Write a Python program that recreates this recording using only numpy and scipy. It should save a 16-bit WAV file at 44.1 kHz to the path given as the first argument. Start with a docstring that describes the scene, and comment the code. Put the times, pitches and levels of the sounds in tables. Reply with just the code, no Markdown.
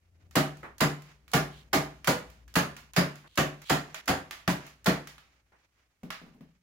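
"""A low drone and faint room air come first, then twelve sharp shots of an electric staple gun.
It tacks fabric to a padded plywood board on a workbench in a small brick garage.
Each shot slams a steel driver home: steel clatters, the board thumps, the room answers.
Clatter is shaped noise; thumps and knocks are fading sine waves. The trigger clicks between shots.
At the end the gun is laid down and a hand pats and smooths the cloth."""
import sys
import numpy as np
from scipy import signal
from scipy.fft import rfft, irfft, next_fast_len
from scipy.io import wavfile
from scipy.ndimage import uniform_filter1d

SR = 44100
rng = np.random.default_rng(int(sys.argv[2]) if len(sys.argv) > 2 else 0)


def file_out(sig):
    """Save sig as 16-bit WAV at sys.argv[1]."""
    # one column per channel
    cols = np.atleast_2d(sig).T
    # limit, then scale
    lim = np.clip(cols, -1, 1)
    pcm = np.round(lim * 32767).astype(np.int16)
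    wavfile.write(sys.argv[1], SR, pcm)


N = 291942
RING = 32768  # samples kept for each short sound
AGE = np.arange(RING) / SR  # seconds since a sound began
TIME = np.arange(N) / SR  # seconds since the start

# Staple shots, levels before the small trims in shot():
# t/s, clatter level/dB, thump level/dB, thump f/Hz, board knock level/dB, bench boom level/dB,
# driver travel/s (sets build-up and delays)
SHOTS = [(0.3524, -27, -39, 159, -28, -33.5, .0043), (0.803, -27, -36, 161, -29, -32, 0.0039),
         (1.3321, -27, -33.5, 160.6, -32, -36, 0.0043), (1.7283, -27, -38, 165, -30, -39, 0.0038),
         (2.071, -26.5, -38.5, 169, -35.5, -54.5, .0027), (2.5526, -27, -32.5, 174, -36.5, -42, 0.0041),
         (2.961, -27.5, -28, 176.8, -33.5, -36, 0.0046), (3.3725, -27.5, -42.5, 166.5, -31.5, -36, 0.0039),
         (3.694, -27, -41, 154.5, -33.5, -40.5, .0044), (4.0748, -28.5, -41, 172, -35, -50, .0063),
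         (4.476, -31, -33.5, 177, -35, -44.5, 0.00049), (4.8568, -27.5, -31, 180.7, -32.5, -40.5, 0.0058)]
# Tone of the clatter, only the shape counts: f/Hz, level/dB
CLATTER_TONE = [(90, -30), (170, -3.5), (300, -1), (450, 0), (700, 0), (950, -2), (1200, -1.5),
                (1800, -1.5), (2400, -6.5), (3200, -11), (5000, -16), (9000, -53)]
# Tone of the steel sizzle, also used by click(): f/Hz, level/dB
SIZZLE_TONE = [(1500, -35), (3000, -3), (4500, 2), (6000, -0.5), (7100, 1.5), (8000, -6), (11000, -3),
               (15500, -4)]
# The plunger's own rattle is thin, as it has not reached the wood yet: f/Hz, level/dB
PLUNGER_TONE = [(200, -5.5), (500, -8.5), (1100, -0.5), (15000, 3.5)]
# Ringing of the plywood board before scatter and detuning: f/Hz, level/dB, t60/s
BOARD = [(181.5, -0.5, 0.23), (213.5, -3.5, 0.29), (237.7, 3, 0.14), (272, 1.5, 0.31), (294, 0, .33),
         (368, -3, 0.36), (414, -12, 0.41)]
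# Deep ringing of bench and garage before scatter and detuning: f/Hz, level/dB, t60/s
DEEP = [(59, -3, 0.47), (84, -0.5, 0.35), (112.3, 1, 0.23), (133, 8, 0.31)]
SIZZLE_DB = -6.5  # sizzle against the shot's clatter level in the table


def shot(clatter_db, thump_db, thump_hz, knock_db, boom_db, travel_s, shade_db):
    """The plunger hits the driver, the staple bites a little later, and the board takes the blow."""
    gun = casing()
    sizzle = garage(0.87, 0.0097) + undb(-3.0) * contacts(0.00045, travel_s, 0.038, 3.4)
    plunger = undb(-5.5) * colour(contacts(0.00054, travel_s, 0.036, 2.3), PLUNGER_TONE)
    # the driver bottoms out in the wood
    bite = garage(0.89, 0.0045) + undb(-5.0) * contacts(0, 0.0022, 0.046, 3.0)
    clatter = plunger + late(bite, 1.8 * travel_s)
    steel = level(colour(sizzle, SIZZLE_TONE, gun), clatter_db + SIZZLE_DB + shade_db, size=4410)
    body = level(colour(clatter, CLATTER_TONE, gun), clatter_db + 1.32, size=4410)
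    thump = level(modes([(thump_hz, 0, .22)], .005, 0, 0), thump_db + 1.8, size=4410)
    knock = level(modes(BOARD, 0.004, 2.0, .008), knock_db - .6, size=4410)
    # the heavy bench answers slowly and hums on
    boom = level(modes([(148.0, 0, 0.48)], 0.022, 0, 0.0075), boom_db - 0.2, size=4410)
    deep = level(modes(DEEP, .005, 2.0, .012), -40, size=4410)
    board_and_bench = late(thump + knock + boom + deep, 3 * travel_s)
    return steel + body + tail(clatter_db) + board_and_bench


# Steel and casing of the gun before scatter: f/Hz, width/Hz, level/dB above its broad tone
GUN = [(499, 6.7, 2.5), (637, 39, 6), (664, 60, 0), (772.4, 16, 6.5), (848, 20, 2), (1033, 21, 1),
       (1175, 64, 4), (1416, 7.3, 3), (1743, 9.3, 1.5), (2985, 44, 4), (3370, 14, 1), (4140, 45, 1),
       (4060, 20, -2), (4915, 70, 3), (6870, 45, -1.5)]


def casing(scatter_db=1.0, lump_db=2.5, count=60):
    """Grip and pressure favour other resonances on every blow; the hand keeps them damped."""
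    grip = rng.standard_normal((len(GUN), 2))
    steel = []
    for (f, width, db), (louder, sharper) in zip(GUN, grip):
        steel.append((f * (1 + .004 * sharper), max(width, f / 75), db + scatter_db * louder))
    # the plywood's crowded upper modes depend on where the nose stands
    place = rng.standard_normal(count)
    upper_hz = np.geomspace(450, 10000, count)
    return steel + [(f, max(f / 45, 35), lump_db * a) for f, a in zip(upper_hz, place)]


def contacts(delay_s, rise_s, t60, spread_db):
    """Direct sound of parts rattling against each other: a short shower of unequal ticks."""
    ticks = irfft(diffuse(RING, alike_hz=1500)[1])
    sizes = undb(spread_db * np.repeat(rng.standard_normal(RING // 16), 16))
    burst = ticks * sizes * swell(rise_s) * fade(t60)
    return level(late(burst, delay_s), 0, size=4410)


def modes(table, rise_s, scatter_db, detune):
    """Fading sine waves; each blow weights and tunes them a little differently."""
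    chance = rng.standard_normal((len(table), 3))
    out = 0
    for (f, db, t60), (louder, sharper, phase) in zip(table, chance):
        wave = np.sin(2 * np.pi * (f * (1 + detune * sharper) * AGE + phase))
        out = out + undb(db + scatter_db * louder) * wave * fade(t60)
    return out * swell(rise_s)


# How long the garage rings, before each sound's stretch: f/Hz, t60/s
GARAGE = [(100, 0.69), (300, 0.37), (800, 0.36), (2000, 0.36), (5000, 0.32), (9000, 0.32), (15000, 0.26)]


def garage(stretch, rise_s, far_s=0.02, far_db=-8):
    """Dense reflections build up quickly, swell when the far wall answers, die sooner in the treble."""
    hz, field = diffuse(RING)
    out = 0
    for k, (f, t60) in enumerate(GARAGE):
        # this band's share of the noise, blending into its neighbours
        share = lookup([(g[0], j == k) for j, g in enumerate(GARAGE)], hz)
        out = out + irfft(field * share) * fade(t60 * stretch)
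    far_wall = undb(far_db) * (1 - np.exp(-(AGE / far_s) ** 6))
    return level(out * swell(rise_s) * (1 + far_wall), 0, size=4410)


# Tone of the late echo, only the shape counts: f/Hz, level/dB
TAIL_TONE = [(60, -4.5), (150, -3.5), (500, -2.5), (1000, -0.5), (2300, -1.5), (3500, -8), (6500, -12),
             (8500, -19.5), (15000, -22)]
# level against the clatter before build-up and fade, build-up time, ringing time
TAIL_DB, TAIL_RISE_S, TAIL_T60_S = -13, 0.21, 0.73


def tail(clatter_db):
    """The far end of the garage rings on: a slow swell that outlasts the near reflections."""
    echo = level(colour(irfft(diffuse(RING)[1]), TAIL_TONE), clatter_db + TAIL_DB, size=RING)
    return echo * swell(TAIL_RISE_S) * fade(TAIL_T60_S)


# The trigger's switch ticks just before some shots: t/s, treble level/dB before click()'s trim
PULLS = [(.782, -54.5), (1.316, -53.5), (2.54, -51), (3.356, -55.5), (4.057, -60), (4.844, -53)]
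PULL_BODY_DB = -7  # body against treble, before the trims


def pull(db):
    """The trigger closes its switch with a thin tick."""
    return click(db + PULL_BODY_DB, db)


# The trigger springs back about .22 s after a shot: t/s, body level/dB before click()'s trim
RELEASES = [(.5707, -65), (1.0207, -63), (2.3, -65.5), (2.7655, -50.5), (3.156, -58), (3.618, -55),
            (3.9445, -41.5), (4.3095, -42), (4.665, -55.5), (5.072, -48.5)]
# treble at a reference body level, and dB of treble per dB of body (before the trims)
RELEASE_TREBLE_DB, RELEASE_BODY_DB, RELEASE_SLOPE = -54, -51.5, 0.72


def release(db):
    """The trigger springs back; a harder snap gains more body than treble."""
    return click(db, RELEASE_TREBLE_DB + RELEASE_SLOPE * (db - RELEASE_BODY_DB))


# Clicks of trigger, nose and gun:
# t/s, body level/dB, treble level/dB (both before the trims in click())
CLICKS = [(.31, -63.5, -63.5), (1.2796, -60.5, -64), (2.0445, -43, -47), (2.479, -62.5, -65.5),
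          (2.935, -53, -53.5), (5.181, -56.5, -66), (6.033, -60.5, -69), (6.104, -39, -49),
          (6.408, -67.5, -82)]
# Tone of a click's body, only the shape counts: f/Hz, level/dB
CLICK_TONE = [(150, -15.5), (450, -12.5), (750, -7), (1200, -0.5), (2000, 1), (2800, -2), (4000, -6.5),
              (6000, -12.5), (9000, -49.5)]


def click(body_db, treble_db):
    """A light snap of plastic or spring steel, a rebound 3 ms later, and their echo."""
    crack = contacts(0, .0002, .011, 4.0) + undb(-5) * contacts(.003, .0002, .011, 4.0)
    body = colour(garage(1.08, .004, far_db=-14) + undb(-2.5) * crack, CLICK_TONE, casing())
    steel = colour(garage(1.0, .004, far_db=-14) + undb(-.5) * crack, SIZZLE_TONE)
    return level(body, body_db + 1.64, size=882) + level(steel, treble_db + 2.1, size=882)


# The gun's steel nose scrapes to its next place: t/s, length/s, level/dB before the stroke's shape
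SCRAPES = [(1.5, 0.14, -58.5), (3.27, 0.3, -48), (3.647, 0.17, -47), (4.36, 0.084, -63)]
# Tone of a scrape, only the shape counts: f/Hz, level/dB
SCRAPE_TONE = [(400, -23.5), (1200, -8.5), (2300, -5), (3200, 3), (4200, -0.5), (5200, -10.5), (6500, -11),
               (8500, -14.5), (15000, -20)]


def scrape(length_s, db):
    """Steel catches and slips on the weave in a quick run of tiny ticks."""
    stroke = np.sin(np.pi * np.clip(AGE / length_s, 0, 1)) ** .5
    sizes = undb(2.0 * np.repeat(rng.standard_normal(RING // 64), 64))
    ticks = irfft(diffuse(RING)[1]) * sizes
    return level(colour(ticks, SCRAPE_TONE), db, size=RING) * stroke


# Dull knocks on wood: t/s, level/dB before the trim in wood()
KNOCKS = [(.193, -89), (.629, -43), (3.24, -57.5), (5.518, -64.5)]
# Tone of a knock, only the shape counts: f/Hz, level/dB
WOOD_TONE = [(120, -7), (300, 3), (1000, 4), (1900, 3.5), (2400, -5), (3000, -12.5), (5000, -26),
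             (12000, -30)]


def wood(db):
    """A hard edge meets the cloth-covered board: the fabric swallows the treble."""
    tap = garage(0.81, 0.0038) + undb(-10.5) * contacts(0, .002, .03, 2.2)
    return level(colour(tap, WOOD_TONE), db + 0.32, size=1323)


# Soft bumps of hand and gun on the board: t/s, level/dB before the trims in bump()
BUMPS = [(6.031, -40), (6.215, -47.5), (6.262, -50.5), (6.343, -54.5), (6.407, -47.5)]
# Tone of a bump, only the shape counts: f/Hz, level/dB
BUMP_TONE = [(60, -13.5), (120, -14.5), (165, 7), (260, -6), (400, -9), (700, -14.5), (2000, -35.5),
             (6000, -45), (15000, -38)]


def bump(db):
    """A padded blow wakes only the low range of the board."""
    push = garage(.8, .004, far_db=-14) + undb(-3) * contacts(0, .001, .06, 1.5)
    ring = modes([(162.5, -0.5, 0.27), (245, -1, 0.26), (283, -5, 0.23)], .003, 1.0, 0.018)
    return level(colour(push, BUMP_TONE), db - 4.5, size=1764) + level(ring, db - 6.5, size=1764)


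# Soft swells of hiss, most of them a hand on cloth:
# t/s, length/s, peak level/dB before the uneven grain
HISS_SWELLS = [(.18, 0.089, -77.5), (1.017, .16, -62), (3.758, 0.37, -58), (4.564, 0.19, -55.5),
               (5.197, 0.22, -73), (5.506, 0.18, -76.5), (5.726, .12, -77), (6.214, 0.18, -73)]
# Tone of the cloth, only the shape counts: f/Hz, level/dB
CLOTH_TONE = [(150, -3), (500, -2.5), (1000, -1), (2300, 1), (3500, -7), (6500, -10.5), (8500, -21.5),
              (15000, -24)]
RUSTLE_DB = -79.5  # faint rustle of cloth and clothing under the swells, before the uneven grain


def cloth(grain_db=3.0, slips_per_s=80):
    """Fabric drags in small uneven slips: hiss with a flickering level that swells and fades."""
    strength = undb(RUSTLE_DB)
    for s, length_s, db in HISS_SWELLS:
        strength = strength + undb(db) * np.sin(np.pi * np.clip((TIME - s) / length_s, 0, 1))
    hiss = level(colour(irfft(diffuse(N)[1]), CLOTH_TONE), 0, size=N)
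    return hiss * strength * undb(grain_db * walk(slips_per_s))


# The drone drops in pitch early, swells and ebbs, and finally fades:
# t/s, f/Hz before its wander, level/dB
DRONE = [(0, 87.3, -71.5), (.25, 87.6, -56.5), (.55, 63.6, -59.5), (1.121, 60.5, -66.5),
         (1.35, 60.8, -57.5), (2.7, 60, -58.5), (3.3, 60, -69.5), (5.1, 59, -63), (5.6, 59, -77.5)]
# Tone of the rumble around the drone, only the shape counts: f/Hz, level/dB
RUMBLE_TONE = [(36, -27), (55, 2), (90, -4.5), (130, -9.5), (300, -19), (700, -26), (1500, -52.5)]
# Tone of the still room air, only the shape counts: f/Hz, level/dB
AIR_TONE = [(25, -8.5), (60, 6.5), (100, 1), (200, -10.5), (500, -22), (2000, -25.5), (6000, -19),
            (15000, -22.5)]
DRONE_WANDER, DRONE_WANDER_PER_S = 0.026, 2  # scale as a share of the pitch, new values per second


def background(waver=.2, rumble_db=-4, air_db=-82):
    """A low drone wanders in pitch and rumbles over still room air."""
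    s, hz, db = np.transpose(DRONE)
    pitch = np.interp(TIME, s, hz) * (1 + DRONE_WANDER * walk(DRONE_WANDER_PER_S))
    hum = np.sin(2 * np.pi * np.cumsum(pitch) / SR + waver * walk(30))
    rumble = level(colour(irfft(diffuse(N)[1]), RUMBLE_TONE), rumble_db, size=N)
    drone = (hum + rumble) * undb(np.interp(TIME, s, db))
    air = level(colour(irfft(diffuse(N)[1]), AIR_TONE), air_db, size=N)
    return drone + air


def undb(db):
    """Turn decibels into gain."""
    return 10 ** (np.asarray(db) / 20)


def lookup(points, hz):
    """Read (f/Hz, value) points on a log-frequency axis."""
    f, value = np.transpose(points)
    return np.interp(np.log(hz + 1), np.log(f), value)


def fade(t60):
    """Free decay after a blow: 60 dB down after t60 seconds."""
    return np.exp(-np.log(1000) * AGE / max(t60, .002))


def swell(rise_s):
    """Smooth build-up after a blow."""
    return 1 - np.exp(-(AGE / max(rise_s, 1e-4)) ** 2)


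def level(x, db, size):
    """Set the average strength (rms) of the first size samples."""
    return x * undb(db) / np.sqrt(np.mean(x[..., :size] ** 2))


def late(x, delay_s):
    """Delay a sound that has died away by its end."""
    return np.roll(x, int(max(delay_s, 0) * SR), axis=-1)


def walk(rate):
    """Slow chance: random values held for 1 / rate seconds, with smooth slides between them."""
    hold = int(SR / rate)
    steps = np.repeat(rng.standard_normal(N // hold + 1), hold)
    return uniform_filter1d(steps, hold)[:N]


def colour(x, points, peaks=()):
    """Filter with a broad tone and resonances on top, with no sound ahead of the blow."""
    n = next_fast_len(x.shape[-1] + 4096) // 2 * 2
    hz = np.arange(n // 2 + 1) * SR / n
    db = lookup(points, hz) + sum(d / (1 + (2 * (hz - f) / w) ** 2) for f, w, d in peaks)
    # folding the cepstrum makes the filter respond only after its input (minimum phase)
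    cepstrum = irfft(db * np.log(10) / 20)
    cepstrum[1:n // 2] *= 2
    cepstrum[n // 2 + 1:] = 0
    return irfft(rfft(x, n) * np.exp(rfft(cepstrum)), n)[..., :x.shape[-1]]


def diffuse(size, alike_hz=580):
    """Noise from all around at two microphones: alike in the bass, unrelated in the treble."""
    hz = np.arange(size // 2 + 1) * SR / size
    alike = .97 / (1 + (hz / alike_hz) ** 3)
    mid, side = rfft(rng.standard_normal((2, size)))
    return hz, mid * np.sqrt(1 + alike) + side * np.sqrt(1 - alike) * np.array([[1], [-1]])


# Moments at which the ringing drops: t/s
BREAKS = [1.689, 2.445, 2.913, 3.279, 3.646, 4.011]
BREAK_DB_PER_S, BREAK_DB = 3000, 15  # how fast and how far it drops


def add(out, s, sound):
    """Mix a sound in at time s; at the next break its level drops abruptly."""
    start = int(s * SR)
    stop = min([b for b in BREAKS if b > s], default=N / SR)
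    drop_db = np.clip((s + AGE - stop) * BREAK_DB_PER_S, 0, BREAK_DB)
    sound = sound * undb(-drop_db)
    out[:, start:start + RING] += sound[..., :N - start]


SHADE_FROM_S, SHADE_DB = 3.1, -1.6  # the free arm reaches across and shades the sizzle


def scene():
    """Shots with their trigger clicks, and handling noises between them, over cloth and room air."""
    out = cloth() + background()
    for s, *blow in SHOTS:
        add(out, s, shot(*blow, shade_db=SHADE_DB * (s > SHADE_FROM_S)))
    handling = ((PULLS, pull), (RELEASES, release), (CLICKS, click),
                (SCRAPES, scrape), (KNOCKS, wood), (BUMPS, bump))
    for table, source in handling:
        for s, *row in table:
            add(out, s, source(*row))
    return out


# Left side minus right side: f/Hz, level/dB
PAN = [(80, 3), (250, 1), (900, -2), (2000, -1.5), (4500, -4.5), (7000, -7.5), (8500, 2.5), (12000, -0.5)]
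TOP_HZ = 15800  # the treble is cut above this


def record(dry):
    """Each microphone has its own colour; the highest peaks are rounded and the top is cut steeply."""
    sides = [colour(x, [(f, side * db / 2) for f, db in PAN]) for x, side in zip(dry, (1, -1))]
    ports = np.array(sides)
    rounded = ports / (1 + (ports / .36) ** 4) ** .25
    return signal.sosfilt(signal.ellip(10, .2, 80, TOP_HZ, fs=SR, output="sos"), rounded)


dry = scene()
out = record(dry)
file_out(out)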